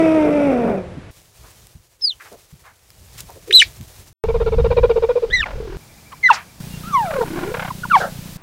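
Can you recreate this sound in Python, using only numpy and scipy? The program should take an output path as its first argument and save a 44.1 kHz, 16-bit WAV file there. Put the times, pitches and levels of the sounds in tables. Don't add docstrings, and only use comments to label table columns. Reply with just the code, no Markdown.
import sys
import numpy as np
from scipy import signal
from scipy.fft import rfft, irfft, next_fast_len
from scipy.io import wavfile
from scipy.ndimage import uniform_filter1d, map_coordinates

SR = 44100
rng = np.random.default_rng(int(sys.argv[2]) if len(sys.argv) > 2 else 0)


def put_to_file(sound):
    columns = np.atleast_2d(sound).T
    safe = np.clip(columns, -1, 1)
    whole_steps = np.round(safe * 32767)
    wavfile.write(sys.argv[1], SR, whole_steps.astype(np.int16))


N = 371322
TIME = np.arange(N) / SR
BAND_LIMIT_HZ = 15800


def amp(db):
    return 10 ** (np.asarray(db) / 20)


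def unit(x):
    return x / np.sqrt(np.mean(x ** 2) + 1e-20)


def along(points, hz):
    f, values = np.transpose(points)
    return np.interp(np.log(hz + 1), np.log(f + 1), values)


def curves(rows):
    times, *columns = np.transpose(rows)
    t = TIME[(TIME >= times[0]) & (TIME <= times[-1])]
    return [t] + [np.interp(t, times, column) for column in columns]


def wobble(t, rate):
    place = (t - t[0]) * rate
    return map_coordinates(rng.standard_normal(int(place[-1]) + 4), [place + 1])


def noise(size, gain):
    padded = next_fast_len(size + 4096)
    spectrum = rfft(rng.standard_normal(padded)) * gain(np.fft.rfftfreq(padded, 1 / SR))
    return unit(irfft(spectrum, padded))[:size]


def rush(t, spectrum):
    return noise(len(t), lambda hz: amp(along(spectrum, hz)))


def add(out, start, sound):
    i = max(round(start * SR), 0)
    out[i:i + len(sound)] += sound[:max(N - i, 0)]


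def harmonic(t, phase, rough, rate):
    rough = np.clip(rough, 0, 1)
    band = wobble(t, rate) * np.sin(phase) + wobble(t, rate) * np.cos(phase)
    return np.sqrt(2 * (1 - rough ** 2)) * np.sin(phase) + rough * band


def cycles(t, hz, jitter, rate):
    return 2 * np.pi * np.cumsum(hz * (1 + jitter * wobble(t, rate))) / SR


def puffs(rows, peak_share):
    out = np.zeros(N)
    for start, length, centre_hz, octaves, db in rows:
        def resonance(hz):
            return 1 / (1 + (np.log2((hz + 1) / centre_hz) / octaves) ** 4 / 2) ** .79
        age = np.arange(int(3 * length * SR)) / (length * SR * peak_share)
        swell = (age * np.exp(1 - age)) ** 2
        add(out, start, amp(db) * swell * noise(len(age), resonance))
    return out


# t/s, f/Hz, level/dB
MOAN = [(0, 326.9, -10), (.15, 315.4, -12), (.3, 294.1, -14), (.46, 285.7, -13.5), (.55, 244.7, -17),
        (.68, 228, -19), (.78, 190.9, -25.5), (.83, 179, -35.5), (1.1, 164.9, -56.5)]
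# t/s, half length/s, added roughness
CRACKS = [(0.282, .026, 0.56), (0.527, 0.012, .3), (0.702, .05, 0.6)]
# f/Hz, level/dB
THROAT = [(150, 2.5), (290, 2), (600, -0.5), (720, -6.5), (930, -15), (1150, -31), (1380, -20.5),
          (1600, -32.5), (2100, -24), (2550, -24.5), (3000, -40), (3700, -46), (4200, -59.5)]
GRAVEL = [(110, -20.5), (180, -3), (260, -15), (400, -4), (520, -4.5), (720, -7.5), (850, -22.5),
          (1500, -22), (4000, -60)]
MOAN_RASP = [(410, -28.5), (700, -33), (787, -23), (949, -6), (1040, -22.5), (1350, -4.5), (1480, -26),
             (1830, -17.5), (2450, -10), (2790, -24), (3650, -24.5), (4010, -34.5), (5760, -30),
             (6870, -40), (7910, -35.5), (11500, -41), (15000, -84), (22000, -120)]


def moan(harmonics=13, rasp_db=-22, gravel_db=-2, waver_db=3):
    out = np.zeros(N)
    t, hz, db = curves(MOAN)
    cracks = sum(extra * np.exp(-((t - centre) / half) ** 2) for centre, half, extra in CRACKS)
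    drop_octaves = np.log2(hz.max() / hz)
    rough = np.clip(.23 + .75 * drop_octaves + cracks, 0, 1)
    phase = cycles(t, hz, jitter=.025 * rough, rate=130)
    voice = 0
    for k in range(1, harmonics + 1):
        gain = amp(along(THROAT, k * hz) + (k > 2) * waver_db * wobble(t, 25))
        voice += gain * harmonic(t, k * phase, rough * .45 * k ** .5, 170)
    slaps = amp(1.6 * wobble(t, 150))
    gravel = amp(gravel_db) * rough * unit(slaps * rush(t, GRAVEL))
    rasp = amp(rasp_db) * unit(slaps * (1 + .5 * np.sin(phase)) * rush(t, MOAN_RASP))
    add(out, t[0], amp(db) * (unit(voice) + gravel + rasp))
    return out


# f/Hz, T60/s
SCRUB_DECAY = [(200, 0.43), (1500, 0.13), (5000, 0.076), (12000, 0.021)]


def scrub_echo(x):
    hz, t, spectra = signal.stft(rng.standard_normal(SR // 2), SR, nperseg=256)
    decay = amp(-60 * t / along(SCRUB_DECAY, hz)[:, None])
    tail = signal.istft(spectra * decay, SR, nperseg=256)[1]
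    return signal.fftconvolve(x, tail / np.linalg.norm(tail))[:N]


# start t/s, end t/s, level/dB
AIR_SPANS = [(0, 1.107, -37), (4.239, 5.767, -43.5), (5.771, 6.603, -45.5), (6.602, 8.371, -38.5),
             (8.376, 8.43, -49)]
# f/Hz, level/dB
AIR_SPECTRA = [
    [(25, -11.5), (90, 5), (200, -4), (500, -18.5), (2000, -21.5), (5000, -34.5), (11500, -45),
     (12500, -73)],
    [(30, 5.5), (300, 7.5), (1500, -3.5), (5000, -8), (9000, -18.5), (15000, -22)],
    [(15, -57), (25, -12.5), (152, -6.5), (368, -20), (826, -20.5), (970, -23.5), (1850, -26.5),
     (2360, -24.5), (2770, -29), (5010, -26), (15500, -32.5)],
    [(30, 10), (100, 10.5), (400, 0.5), (1200, -6.5), (4000, -5), (7000, -8), (15000, -10)],
    [(30, 4), (1200, 2), (4000, -12), (15000, -25.5)],
]


def air():
    out = np.zeros(N)
    for (start, end, db), spectrum in zip(AIR_SPANS, AIR_SPECTRA):
        t = TIME[(TIME >= start) & (TIME < end)]
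        add(out, start, amp(db) * rush(t, spectrum))
    return out


# t/s, length/s, f/Hz, level/dB
THUDS = [(.97, 0.032, 178, -29), (1.015, 0.019, 159, -41), (1.75, 0.034, 109, -37), (2.521, .05, 98, -40.5),
         (3.224, .045, 100, -41.5), (3.796, 0.046, 127, -31)]
# t/s, length/s, f/Hz, width/octaves, level/dB
BRUSHES = [(1.429, .078, 790, .9, -48.5), (3.171, .054, 3000, 1.6, -37), (3.203, .008, 6000, 0.93, -28)]
# t/s, level/dB
SNAPS = [(1.67, -35.5), (2.328, -37.5), (2.904, -35), (3.181, -32.5), (3.304, -33.5), (3.811, -33)]


def footsteps(thud_octaves=.51, snap_s=.0013, snap_hz=5200, snap_octaves=1.6):
    thuds = [(start, length, hz, thud_octaves, db) for start, length, hz, db in THUDS]
    snaps = [(start, snap_s, snap_hz, snap_octaves, db) for start, db in SNAPS]
    return puffs(thuds + BRUSHES + snaps, peak_share=.33)


# t/s, level/dB
RUMBLE_LEVEL = [(1.11, -55.5), (1.62, -48), (1.9, -63.5), (2.3, -57.5), (2.85, -57.5), (3.2, -42.5),
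                (3.45, -50.5), (3.86, -39.5), (3.98, -51), (4.13, -52)]
RUSTLE_LEVEL = [(1.11, -51.5), (1.3, -53.5), (1.5, -48.5), (1.88, -58), (2.1, -60.5), (2.25, -48),
                (2.75, -57), (3.17, -47.5), (3.4, -49), (3.56, -42.5), (3.8, -47.5), (3.97, -46),
                (4.04, -48), (4.13, -57.5)]
# f/Hz, level/dB
RUMBLE = [(12, -44.5), (20, -12), (54, 3), (113, 1), (264, -18), (289, -20.5), (327, -17.5), (400, -16.5),
          (520, -52), (880, -120)]
RUSTLE = [(180, -52.5), (300, -10), (492, -7.5), (1490, -14), (1780, -13), (2100, -13), (3020, -13.5),
          (6570, -12.5), (15500, -18)]


def grass(lump_db=3.6, grain_db=1.5, sway_db=2):
    out = np.zeros(N)
    t, db = curves(RUMBLE_LEVEL)
    rumble = rush(t, RUMBLE) * amp(lump_db * wobble(t, 30))
    add(out, t[0], amp(db) * unit(rumble))
    t, db = curves(RUSTLE_LEVEL)
    rustle = rush(t, RUSTLE) * amp(grain_db * wobble(t, 740) + sway_db * wobble(t, 40))
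    add(out, t[0], amp(db) * unit(rustle))
    return out


# t/s, length/s, f/Hz, width/octaves, level/dB
MOUTH_CLICKS = [(2.009, 0.0071, 4340, 0.29, -44.5), (3.507, .0093, 2480, .44, -17.5)]


def mouth_clicks():
    return puffs(MOUTH_CLICKS, peak_share=.38)


# (t/s, f/Hz, level/dB)
CALLS = [ (-35, 0.34, -9.5, 0.015, 0.52, [(2.014, 5200, -39.5), (2.024, 5230, -17.5), (2.05, 4950, -12),
         (2.076, 4550, -15), (2.095, 4114, -17.5), (2.125, 2965, -31.5), (2.16, 3000, -66)]),
         (-28.5, 1, -6, 0.21, .086, [(3.525, 2573, -24.5), (3.53, 3537, -11.5), (3.538, 3904, -9.5),
         (3.555, 4065, -2), (3.597, 3840, -6.5), (3.6, 2974, -4), (3.611, 3065, -7.5), (3.623, 1742, -9),
         (3.63, 2416, -12), (3.652, 2118, -45.5)]), (-17, 0.9, -7.5, 0.074, 0.072, [(5.302, 1547, -40),
         (5.322, 1865, -29.5), (5.339, 1990, -9), (5.355, 2032, -11.5), (5.368, 1922, -17.5),
         (5.392, 1898, -26), (5.41, 1760, -13.5), (5.421, 1477, -32), (5.44, 1130, -24.5),
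         (5.465, 837, -33), (5.526, 564, -47)]), (-29.5, .9, -12, 0.017, 0.025, [(6.229, 2230, -34),
         (6.239, 2080, -12), (6.265, 2000, -6.5), (6.279, 1977, -12.5), (6.286, 1610, -26),
         (6.292, 1483, -9), (6.299, 1340, -11.5), (6.304, 1022, -4), (6.311, 899, -3.5),
         (6.342, 707, -37.5)]), (-27, .3, -12.5, 0.021, 0.052, [(6.835, 1221, -39), (6.89, 1400, -32.5),
         (6.922, 1244, -34), (6.938, 1161, -16.5), (6.952, 1116, -10), (6.98, 982, -14.5), (7.03, 847, -20),
         (7.07, 696, -27.5), (7.218, 465.3, -13.5), (7.24, 417, -32.5)]),
         (-26.5, 0.43, -12, 0.048, 0.14, [(7.9, 1564, -32), (7.918, 1380, -7.5), (7.928, 1254, -19.5),
         (7.935, 1179, -8), (7.95, 1123, -4), (7.961, 918, -6), (7.972, 756, -10.5), (7.992, 761, -27)])]
# f/Hz, level/dB
MOUTH_RESPONSE = [(3400, 2.5), (4600, -6), (6100, -2), (8000, -8), (12000, -7)]


def calls(harmonics=6, slope_db=-10, breath_db=-12, break_octaves_per_s=81, reflection_s=.002225):
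    out = np.zeros(N)
    breath_spectrum = [(300, -22.5), (1200, -23), (3500, 4), (7000, -10.5), (13000, -21)]
    for base_db, rise, higher_db, base_rough, reflection, contour in CALLS:
        t, hz, db = curves(contour)
        weak_db = db.max() - db
        drop_octaves = np.log2(hz.max() / hz) * (t > t[hz.argmax()])
        hoarse = .014 * np.maximum(weak_db - 6, 0) + .08 * drop_octaves
        second_db = np.minimum(base_db + rise * weak_db + 9.5 * drop_octaves, 5)
        upper_db = np.minimum(second_db, -12) + higher_db + 2.5 * drop_octaves
        octaves_per_s = np.abs(np.gradient(np.log2(hz))) * SR
        jump = np.minimum(octaves_per_s / break_octaves_per_s, 1) ** 2
        rough = np.clip(base_rough + hoarse + .18 * uniform_filter1d(jump, size=90), 0, 1)
        waver = 1 + .0074 * np.sqrt(rough) * wobble(t, 110)
        phase = cycles(t, hz * waver, jitter=.058 * rough, rate=500)
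        voice = harmonic(t, phase, .7 * rough, 800)
        for k in range(2, harmonics + 1):
            filtered_db = upper_db + slope_db * (k - 3) + along(MOUTH_RESPONSE, k * hz)
            gain = amp((second_db if k == 2 else filtered_db) + 5 * wobble(t, 110))
            voice += gain * (k * hz < BAND_LIMIT_HZ) * harmonic(t, k * phase, 3 * rough, 420)
        breath = amp(breath_db) * rough * rush(t, breath_spectrum)
        envelope = amp(db + 6 * rough * wobble(t, 260)) * flutter(t)
        direct = envelope * (voice + breath) / (1 + reflection)
        add(out, t[0], direct)
        add(out, t[0] + reflection_s, reflection * direct)
    return out


# t/s, length/s, f/Hz, width/octaves, level/dB
HUFFS = [(2.195, 0.043, 1560, 0.43, -38.5), (2.24, .056, 1220, .82, -43.5), (2.31, 0.052, 426, 0.68, -38.5),
         (2.63, 0.094, 1200, 0.72, -45.5), (3.28, 0.045, 594, .65, -40.5), (3.35, 0.045, 435, 0.45, -41.5),
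         (3.47, 0.08, 404, 0.18, -27.5), (3.59, .06, 3230, 0.49, -23.5), (5.28, 0.048, 450, 0.17, -31),
         (6.119, 0.016, 1500, 0.69, -37.5), (6.3, .1, 1360, .7, -25), (6.325, 0.04, 5100, 0.36, -27.5),
         (7.96, .1, 2980, 1, -34.5), (7.995, 0.073, 1460, .19, -23), (7.99, 0.086, 610, .4, -22)]


def huffs():
    return puffs(HUFFS, peak_share=.38)


# t/s, hoot level/dB, rasp level/dB
STUTTER = [(4.238, -16, -30.5), (4.41, -15.5, -30), (4.6, -13.5, -31.5), (4.81, -9, -23.5),
           (4.95, -10.5, -30), (5.1, -11, -29), (5.24, -14.5, -36)]
# f/Hz, level/dB
STUTTER_RASP = [(350, -28.5), (600, 7), (870, 1.5), (1000, 3.5), (1400, -8), (1700, -23.5), (2100, -15),
                (2380, -10.5), (2600, -15), (3100, -24), (3650, -16), (4200, -30), (4700, -28.5),
                (6000, -39.5), (11000, -53)]


def stutter(start_s=4.2425, gap_s=.0572, gap_growth_s=.00063, peak_hz=470.6, sag_hz_per_db=3):
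    out = np.zeros(N)
    hoot_half_s, rasp_half_s, bend_s = .0145, .015, .0049
    t = np.arange(-SR // 25, SR // 25) / SR
    steepness = np.where(t < 0, 5, 3)
    hoot_swell = np.exp(-np.abs(t / hoot_half_s) ** steepness)
    rasp_swell = np.exp(-np.abs(t / rasp_half_s) ** steepness)
    bend = 1 + .14 * np.exp(-np.maximum(t + hoot_half_s, 0) / bend_s)
    times, hoot_levels, rasp_levels = np.transpose(STUTTER)
    for n in range(17):
        centre = start_s + n * gap_s + gap_growth_s * n * n / 2
        hoot_db = np.interp(centre, times, hoot_levels)
        rasp_db = np.interp(centre, times, rasp_levels)
        hz = peak_hz + sag_hz_per_db * (hoot_db - hoot_levels.max())
        hz *= 1 + .015 * rng.standard_normal()
        phase = cycles(t, hz * bend, jitter=.02, rate=140)
        hoot = harmonic(t, phase, rough=.28, rate=170)
        overtones = 0
        for k in range(2, 11):
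            gain = amp(along(STUTTER_RASP, k * hz) + rng.normal(0, 3))
            overtones += gain * harmonic(t, k * phase, rough=.75, rate=220)
        breath = rush(t, STUTTER_RASP) * (1 + .5 * np.sin(phase)) * amp(2.4 * wobble(t, 260))
        rasp = unit(overtones) + amp(-1) * unit(breath)
        syllable = amp(hoot_db) * hoot_swell * hoot + amp(rasp_db) * rasp_swell * rasp
        add(out, centre + t[0], amp(.3 * rng.standard_normal()) * syllable)
    scene_start = AIR_SPANS[1][0]
    return out * (TIME > scene_start)


# t/s, level/dB
GUSTS = [(4.24, -22), (4.5, -22), (4.58, -13), (4.88, -23), (5.22, -44), (5.32, -26.5), (5.52, -38),
         (5.565, -24), (5.65, -35), (5.77, -28.5)]
# f/Hz, level/dB
BUFFET = [(11, -49), (18, -1), (38, -1.5), (59, -2.5), (141, -16), (215, -23), (280, -44), (360, -45),
          (620, -120)]


def wind():
    out = np.zeros(N)
    t, db = curves(GUSTS)
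    add(out, t[0], amp(db) * rush(t, BUFFET))
    return out


# first beat t/s, last beat t/s, beat rate/Hz, depth/dB
FLUTTERS = [(5.439, 5.54, 40.3, 28), (7.109, 7.227, 37.3, 11.5)]


def flutter(t):
    dip_db = sum(depth_db * np.sin(np.pi * rate * (t - first)) ** 2 * (t > first) * (t < last)
                 for first, last, rate, depth_db in FLUTTERS)
    return amp(-dip_db)


# (t/s, chest f/Hz, chest level/dB, rasp level/dB)
PURRS = [ (41.8, 0.00058, [(5.462, 620, -38, -27), (5.56, 503, -30, -44), (5.61, 430, -25, -50),
         (5.765, 357, -31.5, -41.5)]), (29.65, 0.00026, [(6.607, 164, -24.5, -47),
         (8.37, 167, -24.5, -56)]), (37.27, 0.00105, [(7.112, 613, -24, -28), (7.17, 492, -16, -29),
         (7.245, 388, -21, -48)]), (74.5, .004, [(7.25, 338, -30, -36), (7.32, 308, -23, -36),
         (7.42, 336, -24, -30), (7.52, 442, -21, -37)]), (37, 0.00066, [(7.543, 490, -23, -24),
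         (7.6, 560, -29, -25), (7.69, 820, -35, -27)])]
# f/Hz, level/dB
PURR_RASP = [(210, -51), (350, -23), (506, 1.5), (1080, 4.5), (1250, -5.5), (1420, 6), (1870, -5.5),
             (2110, -2.5), (6000, -28), (7800, -61), (13200, -120)]


def purrs(chest_rise_s=.0042, rasp_rise_s=.0054, push_db=-12):
    out = np.zeros(N)
    age = np.arange(SR // 20) / SR

    def bump(peak_s):
        return age / peak_s * np.exp(1 - age / peak_s)

    for rate, scatter_s, contour in PURRS:
        t, hz, chest_db, rasp_db = curves(contour)
        for i in np.arange(0, len(t), SR / rate).astype(int):
            detune, strength, late = rng.standard_normal(3)
            ring = bump(chest_rise_s) * np.sin(2 * np.pi * hz[i] * (1 + .082 * detune) * age)
            push = amp(push_db) * bump(chest_rise_s / 2)
            chest = amp(chest_db[i]) * (ring - push)
            rasp = amp(rasp_db[i]) * bump(rasp_rise_s) * rush(age, PURR_RASP)
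            add(out, t[i] - chest_rise_s + scatter_s * late, amp(2 * strength) * (chest + rasp))
    return out


# t/s, level/dB
PEEPS = [(5.8, -56), (6.05, -51), (6.5, -55)]


def peeps(top_hz=2360, arch=.073, length_s=.047, period_s=.0845):
    out = np.zeros(N)
    t = np.arange(int(length_s * SR)) / SR
    swell = np.sin(np.pi * t / length_s)
    hz = top_hz * (1 + arch * (swell - 1))
    times, levels = np.transpose(PEEPS)
    for start in np.arange(times[0], times[-1], period_s):
        phase = cycles(t, hz, jitter=.0091, rate=220)
        whistle = harmonic(t, phase, rough=.74, rate=180)
        add(out, start, amp(np.interp(start, times, levels)) * swell * whistle)
    return out


# centre t/s, half length/s, f/Hz, fall/(octaves/s), level/dB
YIPS_AND_BIRD = [(6.132, 0.011, 1088, 13, -35), (6.745, .04, 2780, .3, -45), (6.945, 0.014, 5860, 7, -39),
                 (7.71, 0.0054, 1032, 29, -20.5), (7.841, .006, 1435, 8.4, -21.5),
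                 (7.856, 0.005, 983, 10, -25)]


def yips_and_bird(second_db=-22, rough=.33):
    out = np.zeros(N)
    for centre, half, hz, fall, db in YIPS_AND_BIRD:
        t = np.arange(-3 * half, 3 * half, 1 / SR)
        phase = cycles(t, hz * 2 ** (-fall * t), jitter=.0065, rate=500)
        voice = harmonic(t, phase, rough, 520) + amp(second_db) * harmonic(t, 2 * phase, 2 * rough, 420)
        add(out, centre + t[0], amp(db) * np.exp(-(t / half) ** 2) * voice)
    return out


def scene(echo_db=-25):
    animals = moan() + calls() + yips_and_bird() + stutter() + purrs() + huffs() + mouth_clicks()
    echo = amp(echo_db) * scrub_echo(animals)
    return (animals + echo + footsteps() + peeps() + grass() + air() + wind())[None]


def record(dry):
    clipped = dry / (1 + np.abs(dry) ** 10) ** (1 / 10)
    passband = np.fft.rfftfreq(N, 1 / SR) < BAND_LIMIT_HZ
    return irfft(rfft(clipped) * passband, N)


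dry = scene()
out = record(dry)
put_to_file(out)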